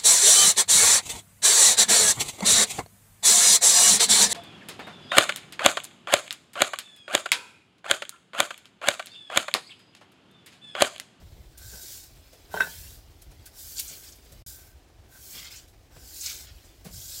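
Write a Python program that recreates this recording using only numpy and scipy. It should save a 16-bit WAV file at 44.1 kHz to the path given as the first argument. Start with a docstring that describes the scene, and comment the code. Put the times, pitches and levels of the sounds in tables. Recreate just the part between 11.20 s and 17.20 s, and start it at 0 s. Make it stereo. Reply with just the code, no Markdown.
"""A push broom sweeps water over wet concrete on a patio, stroke after stroke, close to the microphone.
Bristles hiss as ticks and noise; spray and slosh are mostly tiny bubbles and noise, with slaps and squelches.
The head knocks and the metal handle rings: decaying tones, in one tight cluster and faintly near the end.
Rubber boots shuffle in short noise bursts, low air noise buffets the microphone over a steady yard wash,
and the sound drops out for an instant between two strokes."""
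import sys
import numpy as np
from scipy import signal
from scipy.fft import rfft, irfft
from scipy.io import wavfile

SR = 44100
rng = np.random.default_rng(int(sys.argv[2]) if len(sys.argv) > 2 else 0)


def bounce(signal):
    """Save signal as a 16-bit WAV file at the path given by the first command-line argument."""
    frames = np.transpose(np.atleast_2d(signal))
    limited = np.clip(frames, -1, 1)
    pcm = np.round(limited * 32767).astype(np.int16)
    wavfile.write(sys.argv[1], SR, pcm)


N = 264600  # samples: six seconds
T, HZ = np.arange(N) / SR, np.fft.rfftfreq(N, 1 / SR)  # time in s, frequency in Hz

# Where marked "relative", a level is set against others in its layer; a trim on the whole layer follows.
# Strokes of the broom, from touch-down to lift, relative: start_s, attack_s, push_s, follow_through_s,
# peak_db, swell_db (start below peak), ease_db (end below peak), spray_db and slosh_db (against bristles)
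STROKES = [(.36, 0.071, 0.37, 0.11, -44, 8, 8, 2, -19), (1.28, 0.063, 0.29, 0.17, -45.5, 1, 6, -6, -10),
           (2.3, 0.092, 0.34, 0.26, -43.5, 1.5, 10, -5, -20),
           (3.24, .02, 0.041, 0.22, -42.5, 5, 20, -7.5, -21.5),
           (3.83, 0.1, .3, 0.11, -43.5, 19.5, 7, -8, -15),
           (4.294, 0.016, 0.057, .03, -53, 1.5, 3.5, 4.5, 2.5),
           (4.68, 0.063, 0.37, 0.16, -39.5, 26, 9, 2, -13), (5.68, .06, 0.43, .15, -40, 8, 8, 2.5, -21)]
LIFT_S = 0.048  # a stroke dies away as the bristles lift
# Fizz of the wet floor between strokes, relative: time_s, level_db
FILM_FIZZ = [(0, -67.5), (.35, -68.5), (1.0, -64.5), (1.9, -68.5), (3.1, -63), (3.7, -77), (4.6, -74),
             (5.4, -63), (5.62, -67)]
FILM_SPRAY_DB, FILM_SLOSH_DB = -1, 0  # against the fizz
# The head ploughs through deeper water, relative: time_s, slosh_db, spray_db, half_length_s
PUDDLES = [(0.72, -53.5, -64, 0.052), (1.523, -52, -66, 0.046), (2.587, -48, -30, 0.014),
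           (2.71, -49.5, -58, 0.048), (2.87, -56, -48.5, 0.023), (4.177, -44.5, -43.5, 0.032),
           (4.252, -45.5, -45.5, 0.032), (5.084, -41, -37, 0.033), (5.168, -54.5, -48, 0.056),
           (5.285, -52, -60, 0.025), (5.96, -54, -50, 0.06)]
# Tone colour of the bristle hiss: pitch_hz, level_db (per Hz)
BRISTLE_COLOUR = [(500, -38), (1200, -33), (2500, -17.5), (3500, -9.5), (4500, -3), (7400, 0), (9000, -2),
                  (11000, -2), (13500, 0.5), (15500, -1)]
# Tone colour of the thrown spray: pitch_hz, level_db (per Hz)
SPRAY_COLOUR = [(1500, -40), (3000, -13.5), (4000, -5.5), (5300, 0), (6400, -2), (7400, 1), (8800, -6.5),
                (11000, -25), (16000, -26)]
# Tone colour of the sloshing water: pitch_hz, level_db (per Hz)
SLOSH_COLOUR = [(400, -29), (1100, -9.5), (1700, -9), (2200, -2.5), (2750, -4), (3200, 0), (4000, -1.5),
                (5200, 0), (9000, -25.5)]
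# How much louder the left port hears the broom at full lean: pitch_hz, lead_db
LEFT_LEAD = [(500, 6), (3000, 1), (8000, 1.5), (11000, -2), (14000, 6)]
# The bristles catch and judder, shaking the broom hard: time_s, level_db, half_length_s
JUDDERS = [(0.419, -58.5, 0.045), (0.566, -51, 0.035), (1.372, -41.5, 0.033), (2.27, -55, 0.012),
           (3.95, -60.5, 0.03)]
HEAD_SHAKE_DB = -9  # a judder also rings the plastic head, against the handle
SHAKE_DB, BITE_DB, BITE_DECAY_S = -66, 4.5, 0.13  # the handle hums in every stroke, most at first bite
# Wet bristles slap the floor, relative: time_s, level_db, pitch_hz (band centre), decay_s
SLAPS = [(.381, -43, 9800, 0.014), (.962, -59.5, 7000, 0.0082), (1.133, -53, 5000, 0.018),
         (1.408, -36.5, 5000, .014), (2.023, -47.5, 7800, 0.0089), (2.118, -54, 8200, 0.005),
         (2.263, -41.5, 9000, 0.012), (2.599, -24, 9250, .006), (2.84, -46, 6000, 0.013),
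         (2.96, -52.5, 11130, 0.014), (3.051, -56, 6950, 0.0055), (3.125, -48, 7500, 0.01),
         (4.482, -57, 7000, 0.027), (5.651, -46.5, 6300, 0.045)]
SLAP_OCTAVES, SLAP_RISE_S = 1.3, 0.0039
# Water squirts from under the bristles, relative: time_s, level_db, pitch_hz (band centre), decay_s
SQUELCHES = [(2.684, -37.5, 7000, .023), (2.925, -47, 5840, .012), (4.365, -45, 6600, .026),
             (5.012, -34.5, 6800, 0.021), (5.062, -26, 6100, .0062), (5.101, -32, 5520, .0076),
             (5.452, -55.5, 7000, .018)]
SQUELCH_OCTAVES, SQUELCH_RISE_SHARE = 0.31, 0.25  # the rise takes this share of the decay time
# The broom knocks and rattles: time_s, head_db, handle_db (strength of the blow to each)
KNOCKS = [(1.3412, -20, -41), (1.3458, -47, -32), (1.366, -28.5, -31), (1.373, -34, -23.5),
          (1.383, -31.5, -45.5), (1.402, -32, -23), (1.4058, -32, -8), (1.408, -26, -30), (1.421, -43, -32),
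          (1.435, -41, -33), (1.471, -36.5, -38), (5.659, -54, -64)]
# Ringing tones of the plastic head: pitch_hz, level_db, t60_s (time to fall by 60 dB)
HEAD_MODES = [(175, -13.5, 0.111), (319, -24, 0.074), (422, -9, 0.0645), (532, -6, 0.026),
              (615, 2.5, 0.018), (852, -1, 0.014), (910, -14, 0.26), (952, -0.5, 0.014),
              (1210, -18.5, 0.0343), (1435, -6.5, .04), (3140, -4, 0.019), (4080, -7.5, 0.0145)]
# Ringing tones of the metal handle: pitch_hz, level_db, t60_s (time to fall by 60 dB)
HANDLE_MODES = [(1543.5, 1, 0.051), (1650, -20.5, 0.035), (1480, -23.5, 0.33), (1724, -24.5, 0.29),
                (1716, -31.5, 0.46), (1905, -14, 0.052), (2014, -13, .04), (2644, -12.5, 0.038),
                (2790, -24, 0.043), (3440, -13, 0.027), (3600, -18, 0.026), (3787, -9.5, 0.06),
                (4280, -21.5, 0.0793), (5520, -21, 0.0256), (5700, -28, 0.043), (6000, -38, 0.01)]
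# Rubber boots tread and shuffle, relative: time_s, heel_thud_db, sole_scuff_db, grit_crunch_db, decay_s
TREADS = [(0.019, -56, -67, -63, 0.029), (.18, -60, -61, -70, 0.033), (.54, -55.5, -58, -74, 0.042),
          (1.14, -76, -61, -71, 0.043), (2.72, -67, -62.5, -68.5, 0.078), (3.129, -57, -63.5, -70, 0.043),
          (4.16, -60, -67, -60, 0.067), (4.768, -55, -59, -55, 0.017), (5.662, -44.5, -50.5, -52.5, .031)]
THUD_HZ, SCUFF_HZ, CRUNCH_HZ = 169.7, 530, 1324  # band centres
THUD_OCTAVES, SCUFF_OCTAVES, CRUNCH_OCTAVES = 0.33, 0.4, 1.3
TREAD_RISE_SHARE = 0.25  # of the decay time
# Ring of the house wall and patio: pitch_hz, t60_s
PATIO_RING = [(150, 0.58), (600, 0.27), (1600, 0.17), (4000, 0.11), (12000, 0.08)]
# Puffs of air on the microphone: time_s, level_db, half_length_s
GUSTS = [(0.154, -46.5, 0.13), (.48, -45.5, .05), (.96, -49.5, 0.029), (1.348, -54, 0.0299),
         (1.666, -47, .08), (1.883, -49, .03), (2.09, -50, 0.025), (2.202, -47.5, 0.033),
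         (2.455, -54.5, 0.066), (3.254, -47, 0.067), (4.795, -51.5, 0.099), (5.336, -50, 0.066),
         (5.771, -39, .025), (5.926, -51, 0.1)]
BREEZE_DB = -56  # middle level of the air between puffs
# Tone colour of the air on the microphone: pitch_hz, level_db (per Hz)
RUMBLE_COLOUR = [(12, -48.5), (25, -10.5), (45, 3), (70, 2), (105, -4), (150, -12), (250, -35), (600, -62)]
# Tone colour of the steady outdoor background: pitch_hz, level_db (per Hz)
YARD_COLOUR = [(70, -11), (130, -13), (250, -4.5), (330, -1), (460, -7), (720, -6), (900, -10.5),
               (1100, -13), (2300, -14), (6000, -19), (15500, -33)]
YARD_DB = -59.5  # middle level of the background
# Likeness of left and right: pitch_hz, likeness (-1 to 1, no unit)
LIKENESS = [(60, 0.74), (200, 0.83), (600, 0.62), (1400, 0.1), (3000, 0.013), (8000, -0.032),
            (15000, 0.073)]
EDGE_HZ = 15900  # upper limit of the sound


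def sweeping():
    """Bristles flick over the grit, shake the broom, and whip the water into spray and bubbles."""
    bristle_gain, spray_gain, slosh_gain, hum = effort()
    grit = amp(0.65 * wander(per_s=35))  # the rough floor catches all bristles at once
    flicks = unit(ticks(per_s=12000, spread_db=2.0)) + noise()
    hiss = amp(5.0) * bristle_gain * coloured(flicks, BRISTLE_COLOUR, lead=0.76)
    fizz = bubbles(low_hz=3094, high_hz=11050, per_s=5300, cycles=6, spread_db=0.5, clump_db=0.9)
    fizz = fizz + 0.8 * noise()
    spray = amp(-0.55) * spray_gain * coloured(fizz, SPRAY_COLOUR, lead=0.25)
    froth = bubbles(low_hz=1400, high_hz=5450, per_s=4300, cycles=7, spread_db=1.0, clump_db=3.5)
    froth = froth + 1.37 * noise()
    slosh = amp(3.0) * slosh_gain * coloured(froth, SLOSH_COLOUR)
    handle = (hum + judders()) * shaken(HANDLE_MODES)
    head = amp(HEAD_SHAKE_DB) * judders() * shaken(HEAD_MODES)
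    return grit * (hiss + spray + slosh), handle + head


def effort():
    """Gains of hiss, spray, slosh and handle hum: strokes over a fizzing wet floor, with puddles on the way."""
    rub, thrown, pushed, hum = np.sum([stroke(*row) for row in STROKES], axis=0)
    spray = [thrown, film() * amp(FILM_SPRAY_DB)]
    slosh = [pushed, film() * amp(FILM_SLOSH_DB)]
    for time_s, slosh_db, spray_db, half_length_s in PUDDLES:
        spray.append(hump(time_s, spray_db, half_length_s))
        slosh.append(hump(time_s, slosh_db, half_length_s))
    return together([rub, film()]), together(spray), together(slosh), hum


def stroke(start, attack, push, follow, peak_db, swell_db, ease_db, spray_db, slosh_db):
    """The bristles land, gather speed, ease off and lift: gains of hiss, spray, slosh and handle hum."""
    age = np.maximum(T - start, 0)
    landing = np.minimum(age / attack, 1) ** 2
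    lifting = np.exp(-np.maximum(age - push - follow, 0) / LIFT_S)
    contact = landing * lifting
    below_peak_db = np.interp(age, [0, push, push + follow], [swell_db, 0, ease_db])
    hiss = contact * amp(peak_db - below_peak_db)
    hum = contact * amp(SHAKE_DB + BITE_DB * np.exp(-age / BITE_DECAY_S))
    return hiss, hiss * amp(spray_db), hiss * amp(slosh_db), hum


def film():
    """Gain of the fizz on the wet floor."""
    return amp(np.interp(T, *np.transpose(FILM_FIZZ)))


def judders():
    """Gain of the chatter when the bristles catch."""
    return sum(hump(*row) for row in JUDDERS)


def shaken(modes):
    """A body rings under a dense, uneven rain of tiny bristle blows."""
    blows = ticks(per_s=900, spread_db=1.5)
    return unit(signal.oaconvolve(blows, ringing(modes)[None], axes=1)[:, :N])


def glancing(x, strength, drift_s, count=6):
    """Echoes off floor, wall and boots shift as the broom travels, combing the hiss with drifting notches."""
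    out = x.copy()
    fine_index = np.arange(4 * N) / 4  # four steps per sample let the delays glide
    for delay in np.geomspace(0.0005, 0.009, count):
        path = T - delay - drift_s * wander(per_s=1.086)
        echo = [np.interp(path * SR, fine_index, signal.resample_poly(port, 4, 1)) for port in x]
        out += strength * np.array(echo)
    return out / np.sqrt(1 + count * strength ** 2)


def splashing():
    """Broad slaps of wet bristles and narrow squelches of squeezed water."""
    out = np.zeros((2, N))
    for time_s, level_db, pitch_hz, decay_s in SLAPS:
        add(out, *burst(time_s, level_db, pitch_hz, SLAP_OCTAVES, SLAP_RISE_S, decay_s))
    for time_s, level_db, pitch_hz, decay_s in SQUELCHES:
        rise_s = SQUELCH_RISE_SHARE * decay_s
        add(out, *burst(time_s, level_db, pitch_hz, SQUELCH_OCTAVES, rise_s, decay_s))
    return out


def trickle():
    """Small drips and bursting bubbles go on in the wet film, following the level of its fizz."""
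    drips = bubbles(low_hz=2407, high_hz=11000, per_s=160, cycles=5.9, spread_db=2.5, clump_db=-3, count=10)
    return amp(-8) * film() * drips


def knocking():
    """Each blow rings the head and the handle, with a short crack; it reaches the left port first."""
    head, handle, out = ringing(HEAD_MODES), ringing(HANDLE_MODES), np.zeros(N)
    t = np.arange(len(head)) / SR
    crack_band = signal.butter(1, [1200, 6000], "band", fs=SR, output="sos")
    for time_s, head_db, handle_db in KNOCKS:
        crack = signal.sosfilt(crack_band, rng.standard_normal(len(t))) * np.exp(-t / 0.0037)
        head_blow = amp(head_db) * (head + amp(-11.5) * crack)
        handle_blow = amp(handle_db) * (handle + amp(-22) * crack)
        add(out, time_s, head_blow + handle_blow)
    # so small a body radiates little bass
    out = signal.sosfilt(signal.butter(2, 150, "high", fs=SR, output="sos"), out)
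    return np.array([out, amp(-1.5) * np.roll(out, 6)])  # right: softer and 6 samples later


def ringing(modes):
    """What one blow leaves ringing in a body; neighbouring tones swing in opposite directions."""
    t = np.arange(SR // 2) / SR
    out = np.zeros(len(t))
    for k, (pitch_hz, level_db, t60_s) in enumerate(modes):
        out += (-1) ** k * amp(level_db - 60 * t / t60_s) * np.sin(2 * np.pi * pitch_hz * t)
    return out


def boots():
    """Each tread is a thud of the heel, a scuff of the sole and a crunch of grit; slow treads also start softly."""
    out = np.zeros((2, N))
    bands = [(THUD_HZ, THUD_OCTAVES), (SCUFF_HZ, SCUFF_OCTAVES), (CRUNCH_HZ, CRUNCH_OCTAVES)]
    for time_s, *levels, decay_s in TREADS:
        for level_db, (pitch_hz, octaves) in zip(levels, bands):
            add(out, *burst(time_s, level_db, pitch_hz, octaves, TREAD_RISE_SHARE * decay_s, decay_s))
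    return out


def patio(x):
    """Sparse reflections from wall and floor, each band dying at its own speed."""
    size = SR // 2
    taps = rng.choice([-1., 1.], (2, size)) * (rng.random((2, size)) < 2500 / SR)  # 2500 a second
    taps *= np.arange(size) > 0.006 * SR  # none in the first 6 ms
    hz, t, z = signal.stft(taps, SR, nperseg=256)
    fade = amp(-60 * t / read(PATIO_RING, hz)[:, None])
    tail = signal.istft(z * fade, SR, nperseg=256)[1]
    return signal.fftconvolve(x, tail / np.linalg.norm(tail[0]), axes=1)[:, :N]


def outdoors():
    """Lumps of low air noise over the steady wash of the yard."""
    breeze = amp(BREEZE_DB + 1.3 * wander(per_s=6.6))
    air_gain = together([breeze] + [hump(*row) for row in GUSTS])
    air = air_gain * coloured(noise(), RUMBLE_COLOUR)
    yard = amp(YARD_DB + 1.6 * wander(per_s=33)) * coloured(noise(), YARD_COLOUR)
    return air + yard


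def bubbles(low_hz, high_hz, per_s, cycles, spread_db, clump_db, count=24):
    """Tiny bubbles ring and rise in pitch; each size comes in clumps."""
    t, out = np.arange(1024) / SR, np.zeros((2, N))
    for hz in np.geomspace(low_hz, high_hz, count):
        age = t * hz / cycles
        ring = np.exp(-age) * np.sin(2 * np.pi * hz * t * (1 + 0.018 * np.minimum(age, 4)))
        clumps = np.interp(T, np.linspace(0, N / SR, 120), rng.standard_normal(120))
        births = ticks(per_s / count, spread_db) * amp(clump_db * clumps)
        out += signal.oaconvolve(births, unit(ring)[None], axes=1)[:, :N]
    return unit(out)


def burst(s, db, centre_hz, octaves, rise, decay):
    """A short swell of noise in one band, peaking at time s: its start and its sound."""
    t = np.arange(SR // 2) / SR
    hz = np.fft.rfftfreq(len(t), 1 / SR) + 1
    z = paired(rfft(rng.standard_normal((2, len(t)))), hz)
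    band = np.exp(-0.5 * (np.log2(hz / centre_hz) / octaves) ** 2)
    hiss = unit(irfft(z * band, len(t)))
    start = max(s - np.pi * rise, 0)
    age = t + start - s  # negative before the peak
    shape = np.exp(-0.5 * (np.minimum(age, 0) / rise) ** 2 - np.maximum(age, 0) / decay)
    return start, amp(db) * hiss * shape


def ticks(per_s, spread_db):
    """Random impulses, mostly small and a few large, each shared unevenly between the ports."""
    size = amp(spread_db * np.minimum(rng.exponential(1, N), 4))
    return noise() * size * (rng.random(N) < per_s / SR)


def noise():
    """White noise, one row for each port."""
    return rng.standard_normal((2, N))


def wander(per_s):
    """Slow random drift of unit size."""
    return unit(irfft(rfft(rng.standard_normal(N)) * np.exp(-(HZ / per_s) ** 2), N))


def hump(s, db, length):
    """A smooth rise and fall in gain around time s."""
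    return amp(db) * np.exp(-0.5 * ((T - s) / length) ** 2)


def together(gains):
    """Joint gain of unrelated noises: their powers add."""
    return np.sqrt(sum(g ** 2 for g in gains))


def coloured(x, colour, lead=0):
    """Gives a pair of signals a tone colour, a stereo likeness and a lean to the left."""
    lean_db = lead * read(LEFT_LEAD, HZ) * np.array([[0.5], [-0.5]])
    return unit(irfft(paired(rfft(x), HZ) * amp(read(colour, HZ) + lean_db), N))


def paired(z, hz):
    """Makes two unrelated spectra as alike as the two microphone ports hear them."""
    same = np.clip(read(LIKENESS, hz), -1, 1)
    return np.array([z[0], same * z[0] + np.sqrt(1 - same ** 2) * z[1]])


def read(points, hz):
    """Joins (Hz, value) points on a log-frequency axis."""
    f, value = np.transpose(points)
    return np.interp(np.log(hz + 1), np.log(f + 1), value)


def amp(db):
    """Decibels to gain."""
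    return 10 ** (np.asarray(db) / 20)


def unit(x):
    """Scales to an rms (average strength) of one."""
    return x / np.sqrt(np.mean(x ** 2) + 1e-20)


def add(mix, s, sound):
    """Mixes a sound in from time s."""
    part = mix[..., max(round(s * SR), 0):][..., :sound.shape[-1]]
    part += sound[..., :part.shape[-1]]


def scene():
    """Broom, water and boots on the patio, with echoes and outdoor air."""
    swish, body = sweeping()
    swish = glancing(swish, strength=0.22, drift_s=0.0002994)
    knock = knocking()
    wet = (splashing() + trickle()) * amp([[2.5], [0.5]])  # left, right trim in dB
    echo = patio(amp(-11) * knock + amp(-6) * wet)
    return swish + body + knock + wet + amp(3.5) * boots() + echo + outdoors()


def record(dry):
    """The sound drops out for about a twenty-fifth of a second; then the top of the treble is cut."""
    live = np.interp(T, [3.222, 3.226, 3.24, 3.2625, 3.264], [1, 0.15, 0, 0, 1])
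    lowpass = signal.firwin(511, EDGE_HZ, window=("kaiser", 9), fs=SR)
    return signal.oaconvolve(dry * live, lowpass[None], "same")


dry = scene()
out = record(dry)
bounce(out)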